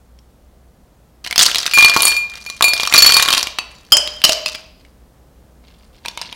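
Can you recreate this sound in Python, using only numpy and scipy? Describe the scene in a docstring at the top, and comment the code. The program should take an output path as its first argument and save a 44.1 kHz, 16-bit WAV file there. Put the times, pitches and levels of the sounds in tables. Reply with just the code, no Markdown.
"""Ice tipped into a goblet

Ice cubes are tipped from a thin glass beaker into a heavy goblet on a wooden board, in a kitchen.
Noise bursts and short tones make the clacks; showers of them make the jostling, and a lime slice's later rubs.
Both glasses ring as fading sine waves, and their air hollows hoot as resonances stirred by the knocks.
The microphone is close and the loudest blows clip; echoes, a soft rumble and a mains hum fill the room."""
import sys
import numpy as np
from scipy import signal
from scipy.fft import rfft, irfft
from scipy.io import wavfile

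SR = 44100
rng = np.random.default_rng(int(sys.argv[2]) if len(sys.argv) > 2 else 0)


def digitize_waveform(pressure):
    """Quantize a signal to 16-bit integers and store it at the path in sys.argv[1].

    Rows of a 2-D input are taken as channels; values are limited to [-1, 1].
    """
    field = np.atleast_2d(pressure).T
    bounded = np.clip(field, -1, 1)
    quanta = np.round(bounded * 32767).astype(np.int16)
    wavfile.write(sys.argv[1], SR, quanta)


N = 280035
TIME = np.arange(N) / SR
SECOND = np.arange(SR) / SR  # time axis of one single sound, s
# In all tables, t60 is the time a sound takes to fade by 60 dB; levels are relative.


def amp(db):
    """Turns decibels into a plain factor."""
    return 10 ** (np.asarray(db) / 20)


def unit(x):
    """Scales to an energy of one."""
    return x / np.sqrt(np.sum(x ** 2) + 1e-20)


def read(points, hz):
    """Reads a table between its points, on a log-frequency axis."""
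    f, value = np.transpose(points)
    return np.interp(np.log(hz + 1), np.log(f + 1), value)


def add(mix, s, sound):
    """Mixes a sound in at time s."""
    part = mix[max(round(s * SR), 0):][:len(sound)]
    part += sound[:len(part)]


def coloured(x, db):
    """Filters x with the gain db on its FFT bins, without sounding ahead of time (minimum phase)."""
    cepstrum = irfft(db * np.log(10) / 20)
    cepstrum[1:len(x) // 2] *= 2
    cepstrum[len(x) // 2 + 1:] = 0
    return irfft(rfft(x) * np.exp(rfft(cepstrum)))


def hollow(x, curve, width_hz):
    """A resonance, as of trapped air, whose pitch and strength follow a curve; a narrow one rings longer."""
    s, hz, db = np.transpose(curve)
    # shift the pitch down to zero, smooth there, and shift back up
    turn = np.exp(2j * np.pi * np.cumsum(np.interp(TIME, s, hz)) / SR)
    r = np.exp(-np.pi * width_hz / SR)
    driven = x * amp(np.interp(TIME, s, db))
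    smooth = signal.lfilter([1 - r], [1, -r], driven / turn + 1e-18)
    return 2 * (turn * smooth).real


# How the room's rumble is spread over pitch: f/Hz, level/dB
RUMBLE_SPECTRUM = [(12, -54.5), (20, -13.5), (32, -7.5), (46, -3), (65, 0.5), (81, -10), (204, -11),
                   (399, -19.5), (485, -16.5), (2260, -35), (16000, -41.5)]


def room_tone(start_db=-50.5, rise_db=2, hum_db=-49, hum_hz=60):
    """A soft rumble of filtered noise that slowly grows, and a mains hum as one sine wave."""
    gain = amp(read(RUMBLE_SPECTRUM, np.fft.rfftfreq(N, 1 / SR)))
    noise = irfft(rfft(rng.standard_normal(N)) * gain, N)
    rumble = amp(start_db + rise_db * TIME / TIME[-1]) * unit(noise) * np.sqrt(N)
    return rumble + amp(hum_db) * np.sin(2 * np.pi * hum_hz * TIME)


# Basic colour of a clack: f/Hz, level/dB
CLACK_SPECTRUM = [(30, -43), (100, -29), (500, -21), (1200, 2), (2200, 1), (4500, 0), (7000, -3.5),
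                  (11000, -8), (16000, -16.5)]
CRACK_T60 = .005  # s


def clack(centre_hz, treble_db, t60, focus_db=9, octaves=.5, crack_db=1, cube_db=-1, cube_t60=.034):
    """One contact of ice: a crack, a dense short rattle and a few brief tones of the cube."""
    t, hz = np.arange(2048) / SR, np.fft.rfftfreq(2048, 1 / SR)
    crack, rattle = rng.standard_normal((2, len(t)))
    burst = unit(rattle * amp(-60 * t / t60))
    burst += amp(crack_db) * unit(crack * amp(-60 * t / CRACK_T60))
    # a hump around the centre pitch
    focus = focus_db * np.exp(-.5 * (np.log2((hz + 1) / centre_hz) / octaves) ** 2)
    shelf = read([(5000, 0.0071), (10000, treble_db)], hz)  # harder contacts are brighter
    burst = coloured(burst, read(CLACK_SPECTRUM, hz) + focus + shelf)
    tones_hz = centre_hz * 2 ** (rng.standard_normal(size=(3, 1)) / 4)
    tones = np.sin(2 * np.pi * tones_hz * t).sum(0) * amp(-60 * t / cube_t60)
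    return unit(unit(burst) + amp(cube_db) * unit(tones))


# Single knocks and faint ticks, mostly of ice, the low-pitched ones heavy landings:
# t/s, level/dB, centre of the colour f/Hz
SINGLE_KNOCKS = [(0.189, -38, 4550), (1.264, -12.5, 2410), (1.274, -11.5, 3450), (1.3102, -7, 2180),
                 (1.3271, -5, 2730), (1.3596, -2.5, 3330), (1.3793, 9, 4500), (1.392, 9, 4440),
                 (1.397, 3, 4300), (1.411, 6, 4230), (1.421, 6.5, 5660), (1.429, 7, 7080), (1.463, 7, 4885),
                 (1.5146, -5, 2670), (1.5468, -1, 3680), (1.5578, 1.5, 3533), (1.5836, -2, 4904),
                 (1.6639, -0.5, 4010), (1.775, -2, 1450), (1.8461, 10.5, 3500), (1.8966, -2.5, 3280),
                 (1.9641, 3.5, 1230), (2.0056, -0.5, 4500), (2.0525, 8.5, 9470), (2.08, -1, 8800),
                 (2.021, 2.5, 9470), (2.355, -19.5, 4200), (2.5, -11.5, 5270), (2.609, -2, 1470),
                 (2.7985, -3, 3000), (2.833, -3.5, 3930), (2.874, -2, 4400), (2.925, -1, 3090),
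                 (2.946, 6, 1860), (2.965, -2.5, 2430), (3.122, 6.5, 4200), (3.199, -0.5, 3540),
                 (3.259, -5, 3140), (3.286, 2.5, 3450), (3.305, -1.5, 3760), (3.337, 1, 2890),
                 (3.3786, 1, 3720), (3.429, -2.5, 5400), (3.471, -7.5, 3000), (3.5865, -4.5, 3000),
                 (3.9209, -8, 1423), (3.9693, 4, 6440), (4.0754, -9, 3400), (4.2177, -13.5, 3360),
                 (4.2401, 9.5, 4445), (4.249, 11.5, 4580), (4.2937, 2, 3250), (4.3213, -1.5, 4880),
                 (4.3311, -2, 4480), (4.46, -5.5, 3800), (4.4817, -11, 5550), (4.5495, -13.5, 2820),
                 (4.85, -35, 2586), (6.052, -19, 1870), (6.0594, -11, 2530), (6.1748, -12.5, 3000),
                 (6.215, -10.5, 3880), (6.3269, -15.5, 3200)]
# When the knocks happen inside the beaker: start t/s, end t/s
IN_BEAKER = [(0, 1.7), (3.95, 5)]
# Colour of the thud through the board: f/Hz, level/dB
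THUD_SPECTRUM = [(30, -16.5), (100, -9), (180, -6), (400, -3.5), (1200, 5.5), (3000, -23.5), (9000, -58)]
MIDDLE_HZ, RATTLE_T60 = 4200, .02  # colour of an ordinary knock, Hz; fading of its rattle, s
# strong knocks and high-pitched ones have more treble
TREBLE_DB, TREBLE_DB_PER_DB, TREBLE_DB_PER_OCTAVE = 3.5, .15, 3
# low-pitched knocks are heavy and push harder; the hand-held beaker passes little of it to the board
WEIGHT_DB_PER_OCTAVE, HELD_DB = 6, -10.5


def knocks(clack_db=13, thud_db=-1, thud_t60=0.017, rattle_db=-3):
    """Each knock gives a bright clack and a dull push into glass and board."""
    clacks, thuds = np.zeros((2, N))
    t, hz = np.arange(2048) / SR, np.fft.rfftfreq(2048, 1 / SR)
    wall_knocks = [(s, db, MIDDLE_HZ) for s, db, _, _ in GOBLET_BLOWS]
    for s, db, centre_hz in SINGLE_KNOCKS + wall_knocks:
        octaves = np.log2(centre_hz / MIDDLE_HZ)
        held = any(a < s < b for a, b in IN_BEAKER)
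        treble_db = TREBLE_DB + TREBLE_DB_PER_DB * db + TREBLE_DB_PER_OCTAVE * octaves
        weight_db = db - WEIGHT_DB_PER_OCTAVE * octaves + HELD_DB * held
        add(clacks, s, amp(db + clack_db) * clack(centre_hz, treble_db, RATTLE_T60))
        # a push is a single click with a short noise tail
        tail = unit(rng.standard_normal(len(t)) * amp(-60 * t / thud_t60))
        push = (t == 0) + amp(rattle_db) * tail
        add(thuds, s, amp(weight_db + thud_db) * unit(coloured(push, read(THUD_SPECTRUM, hz))))
    return clacks, thuds


# Path of the goblet's air tone: t/s, f/Hz, level/dB
GOBLET_AIR_PATH = [(1.4, 1000, 2.5), (1.7, 1100, -14), (1.78, 1120, 3.5), (2.95, 1150, 2), (3.3, 1080, 3),
                   (3.6, 990, 2.5), (4.0, 980, -24.5), (4.6, 980, -24), (6.1, 953.6, 5.5)]


def goblet_air(push, level_db=6):
    """The air in the goblet is a broad resonance, set hooting by each push."""
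    return amp(level_db) * hollow(push, GOBLET_AIR_PATH, width_hz=47)


# Path of the beaker's air tone: t/s, f/Hz, level/dB
BEAKER_AIR_PATH = [(1.25, 707, 5.5), (1.449, 718, -2.5), (1.65, 690, -2), (1.8, 672, -10.5),
                   (2.85, 662, -6.5), (3.4, 614, -10), (3.95, 580, 8.5), (4.24, 617, 10), (4.55, 639, -5.5)]
# Bumps of the empty beaker that set its air hooting: t/s, level/dB, f/Hz, t60/s
BEAKER_HOOTS = [(3.922, -24, 606, .8), (4.293, -10, 640, .12), (4.297, -23, 613, .45)]


def beaker_air(push, level_db=9):
    """The air in the emptying beaker hoots under each push, and bumps of the beaker add fading sine waves."""
    out = amp(level_db) * hollow(push, BEAKER_AIR_PATH, width_hz=17)
    for s, db, hz, t60 in BEAKER_HOOTS:
        add(out, s, amp(db - 60 * SECOND / t60) * np.sin(2 * np.pi * hz * SECOND))
    return out


# Kitchen reverberation: f/Hz, t60/s, level/dB
KITCHEN_ECHO = [(145.9, 0.097, -13), (684, 0.76, -5.5), (1360, 0.68, -13), (3000, 0.59, -11),
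                (4760, 0.69, -14.5), (9500, 0.24, -9.5), (16000, 0.59, -21)]


def kitchen(x, gap_s=0.00075, build_s=0.004):
    """Sparse reflections of random sign, each band dying at its own speed."""
    room, taps = np.array(KITCHEN_ECHO), np.zeros(SR)
    # one reflection somewhere in every ten samples
    at = np.arange(0, SR - 10, 10)
    taps[at + rng.integers(0, 10, len(at))] = rng.choice([-1., 1.], len(at))
    taps *= np.clip((SECOND - gap_s) / build_s, 0, 1)
    hz, t, bands = signal.stft(taps, SR, nperseg=256)
    t60 = read(room[:, :2], hz)[:, None]
    tail = unit(signal.istft(bands * amp(-60 * t / t60), SR, nperseg=256)[1][:SR])
    tail = coloured(tail, read(room[:, ::2], np.fft.rfftfreq(SR, 1 / SR)))
    return signal.fftconvolve(x, tail)[:N]


# a slide or rub starts quickly, loses speed and comes to rest
SLIDE_ATTACK_S, SLIDE_SAG_DB_PER_S, SLIDE_REST_DB_PER_S = 0.01, -16, -220


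def sliding(slides):
    """Strength of the sliding: each slide has an attack, a sagging hold and a release."""
    out = np.zeros(N)
    for s, length, db in slides:
        fade_db = SLIDE_SAG_DB_PER_S * SECOND + SLIDE_REST_DB_PER_S * np.maximum(SECOND - length, 0)
        add(out, s, np.minimum(SECOND / SLIDE_ATTACK_S, 1) * amp(db + fade_db))
    return out


def contacts(slides, per_s, spread_db, centre_hz, treble_db, t60, count=24):
    """Many small contacts between sliding surfaces, a few larger than the rest."""
    happens = rng.random(N) < per_s / SR
    sizes = amp(spread_db * np.minimum(rng.exponential(1, N), 2)) * happens
    sizes = unit(sizes) * np.sqrt(N) * sliding(slides)
    # a stock of different clacks, picked at random for each contact
    cubes = [clack(centre_hz * 2 ** (.5 * rng.standard_normal()), treble_db, t60) for _ in range(count)]
    which, out = rng.integers(0, count, N), np.zeros(N)
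    for i in np.flatnonzero(sizes):
        add(out, i / SR, sizes[i] * cubes[which[i]])
    return out


# Slides of the cubes over each other: start t/s, length t/s, level/dB
CUBE_SLIDES = [(1.238, 0.034, -31), (1.385, 0.053, -12), (1.55, 0.36, -24), (1.78, 0.33, -19),
               (2.29, 0.39, -40.5), (2.75, 0.29, -24.5), (2.94, 0.22, -13.5), (3.18, .22, -18.5),
               (3.7, 0.25, -51.5), (3.96, 0.21, -42), (4.245, 0.085, -28), (4.46, 0.086, -32),
               (4.79, 0.052, -59)]
# Rubs of the lime slice over the ice: start t/s, length t/s, level/dB
LIME_RUBS = [(5.63, 0.22, -56), (5.92, 0.15, -55.5), (6.04, 0.071, -42.5), (6.18, 0.054, -32),
             (6.29, .06, -43)]


def jostle():
    """Cubes slide over each other; later the lime slice rubs across them, duller and with denser contacts."""
    cubes = contacts(CUBE_SLIDES, per_s=150, spread_db=4, centre_hz=3800, treble_db=0, t60=.011)
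    lime = contacts(LIME_RUBS, per_s=450, spread_db=10.5, centre_hz=3630, treble_db=-16, t60=0.015)
    return cubes + lime


# Ringing tones (modes) of the goblet wall, swinging freely: f/Hz, level/dB, t60/s
GOBLET_MODES = [(2411, 4.5, .8), (4431, -1, .42), (7111, -1, .36), (9350, -1, .25), (10510, -7, .22),
                (11370, -3, .18), (11470, -5, .32), (14820, -12, .2), (15630, -7, .2)]
GRIP_S = 5  # a hand grips the glass, s


def chatter(ice, level_db=8, freedom=.3):
    """Ice that tumbles inside the goblet keeps its wall modes chiming, until a hand grips the glass."""
    in_beaker = np.any([(a < TIME) & (TIME < b) for a, b in IN_BEAKER], axis=0)
    inside = ice * (TIME < GRIP_S) * ~in_beaker
    out = np.zeros(N)
    for hz, db, t60 in GOBLET_MODES:
        width_hz = np.log(1000) / np.pi / (t60 * freedom)  # the ice shortens t60
        out += hollow(inside, [(0, hz, db + level_db)], width_hz)
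    return out


# Blows on the goblet wall: t/s, clack level/dB, ring level/dB,
# hardness level/dB (how far the second mode stands over the lowest)
GOBLET_BLOWS = [(1.736, -6.5, -8.5, -6), (1.785, 8, -5, -15), (1.826, 5.5, -7.5, -17),
                (1.973, -2, -21.5, 1.5), (2.031, -3.5, -21.5, 10), (2.07, -3, -16.5, 9),
                (2.166, -10.5, -14.5, -11), (2.463, -19, -28.5, -9.5), (2.6242, 9.5, -20, 1.5),
                (2.642, 2.5, -6, 0.5), (2.682, -7.5, -32, 27), (2.735, 0, -26, 11), (2.9384, 9, -8.5, 4.5),
                (2.979, 0, -11, 18), (3.022, 6.5, -12.5, 20), (3.063, 8, -18.5, 28), (3.107, -9, -12, -2),
                (3.142, 1.5, -15.5, 14.5), (3.167, 11.5, -13.5, 11.5), (3.225, 4.5, -27.5, 22.5),
                (3.328, 4, -26.5, 11.5), (6.0833, -9.5, -52, 12)]
# Ice leaning on the wall shortens the ring: t/s, factor on t60
GOBLET_FREEDOM = [(1.7, 0.77), (2.4, 0.58), (2.7, 0.33), (3.0, 0.22), (3.5, 0.14)]
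HIGH_MODES_DB, HIGH_MODES_SHARE = -5.5, 0.78  # the high modes lie lower and follow a share of the hardness


def goblet(level_db=-1.5, twin_db=-11, split_hz=13, jolt_turns=.28):
    """Blows pour energy into the wall modes and jolt their swing; each mode beats with a close twin."""
    out = np.zeros(N)
    for k, (hz, db, t60) in enumerate(GOBLET_MODES):
        energy, jolts = np.zeros((2, N))
        for s, _, ring_db, hard_db in GOBLET_BLOWS:
            mode_db = ring_db + np.array([0, hard_db, HIGH_MODES_DB + HIGH_MODES_SHARE * hard_db])
            freedom = np.interp(s, *np.transpose(GOBLET_FREEDOM))
            fade = np.exp(-2 * np.log(1000) * SECOND / (t60 * freedom))
            add(energy, s, amp(mode_db[min(k, 2)]) ** 2 * fade)
            jolts[round(s * SR)] = jolt_turns * rng.standard_normal()
        turns = hz * TIME + np.cumsum(jolts)
        # the twin lies lower, and further away for the higher modes
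        twin_turns = turns - split_hz * np.sqrt(k + 1) * TIME + rng.random()
        pair = np.sin(2 * np.pi * turns) + amp(twin_db) * np.sin(2 * np.pi * twin_turns)
        out += amp(db + level_db) * np.sqrt(energy) * pair
    return out


# Clear clinks of a cube on a glass rim: t/s, level/dB, factor on the low modes' f,
# factor on the high modes' f, factor on t60
RIM_CLINKS = [(3.589, -19, .853, .9, .5), (3.921, 6, 1.018, 1.008, .58), (3.969, -13, 1.012, 1.015, 1.4),
              (4.2397, 4, .965, .96, .27), (4.462, -16, .86, 1.0, .4), (4.549, -29, .79, .99, .7)]
# Modes of a clink, before those factors: f/Hz, level/dB, t60/s
CLINK_MODES = [(2763, -25, 0.17), (2984, -6.5, 0.21), (3116, 1, 0.14), (4470, -22.5, 0.36),
               (4385, -26.5, 0.36), (5120, -2, 0.067), (4970, 1, 0.11), (5035, -10.5, 0.32),
               (5520, -26, 0.39), (7010, -14, 0.2), (8070, -17, .15), (9656, -19.5, 0.1536)]
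LOW_CLINK_HZ = 3800  # modes below this count as low


def clinks():
    """A cube that strikes a rim cleanly rings with clusters of close modes, each a fading sine wave."""
    out = np.zeros(N)
    for s, blow_db, low_pitch, high_pitch, freedom in RIM_CLINKS:
        for hz, db, t60 in CLINK_MODES:
            pitch = low_pitch if hz < LOW_CLINK_HZ else high_pitch
            level = amp(blow_db + db - 60 * SECOND / (t60 * freedom))
            add(out, s, level * np.sin(2 * np.pi * hz * pitch * SECOND))
    return out


def scene(board_db=-2, clack_to_air_db=-12, ring_to_room_db=-4):
    """Knocks stir the air in both glasses; everything but the room tone sounds into the kitchen."""
    clacks, thuds = knocks()
    ice = clacks + jostle()
    push = thuds + amp(clack_to_air_db) * ice
    air = goblet_air(push) + beaker_air(push)
    near = ice + air + amp(board_db) * thuds + clinks()
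    ring = goblet() + chatter(ice)
    echo = kitchen(near + amp(ring_to_room_db) * ring)
    return (near + ring + echo + room_tone())[None]


def record(dry, edge_hz=16050):
    """The loudest blows overload the input and clip at full scale; then the top treble is cut off."""
    low_pass = signal.firwin(401, edge_hz, window=("kaiser", 8), fs=SR)
    return signal.oaconvolve(np.clip(dry, -1, 1), low_pass[None], "same")


dry = scene()
out = record(dry)
digitize_waveform(out)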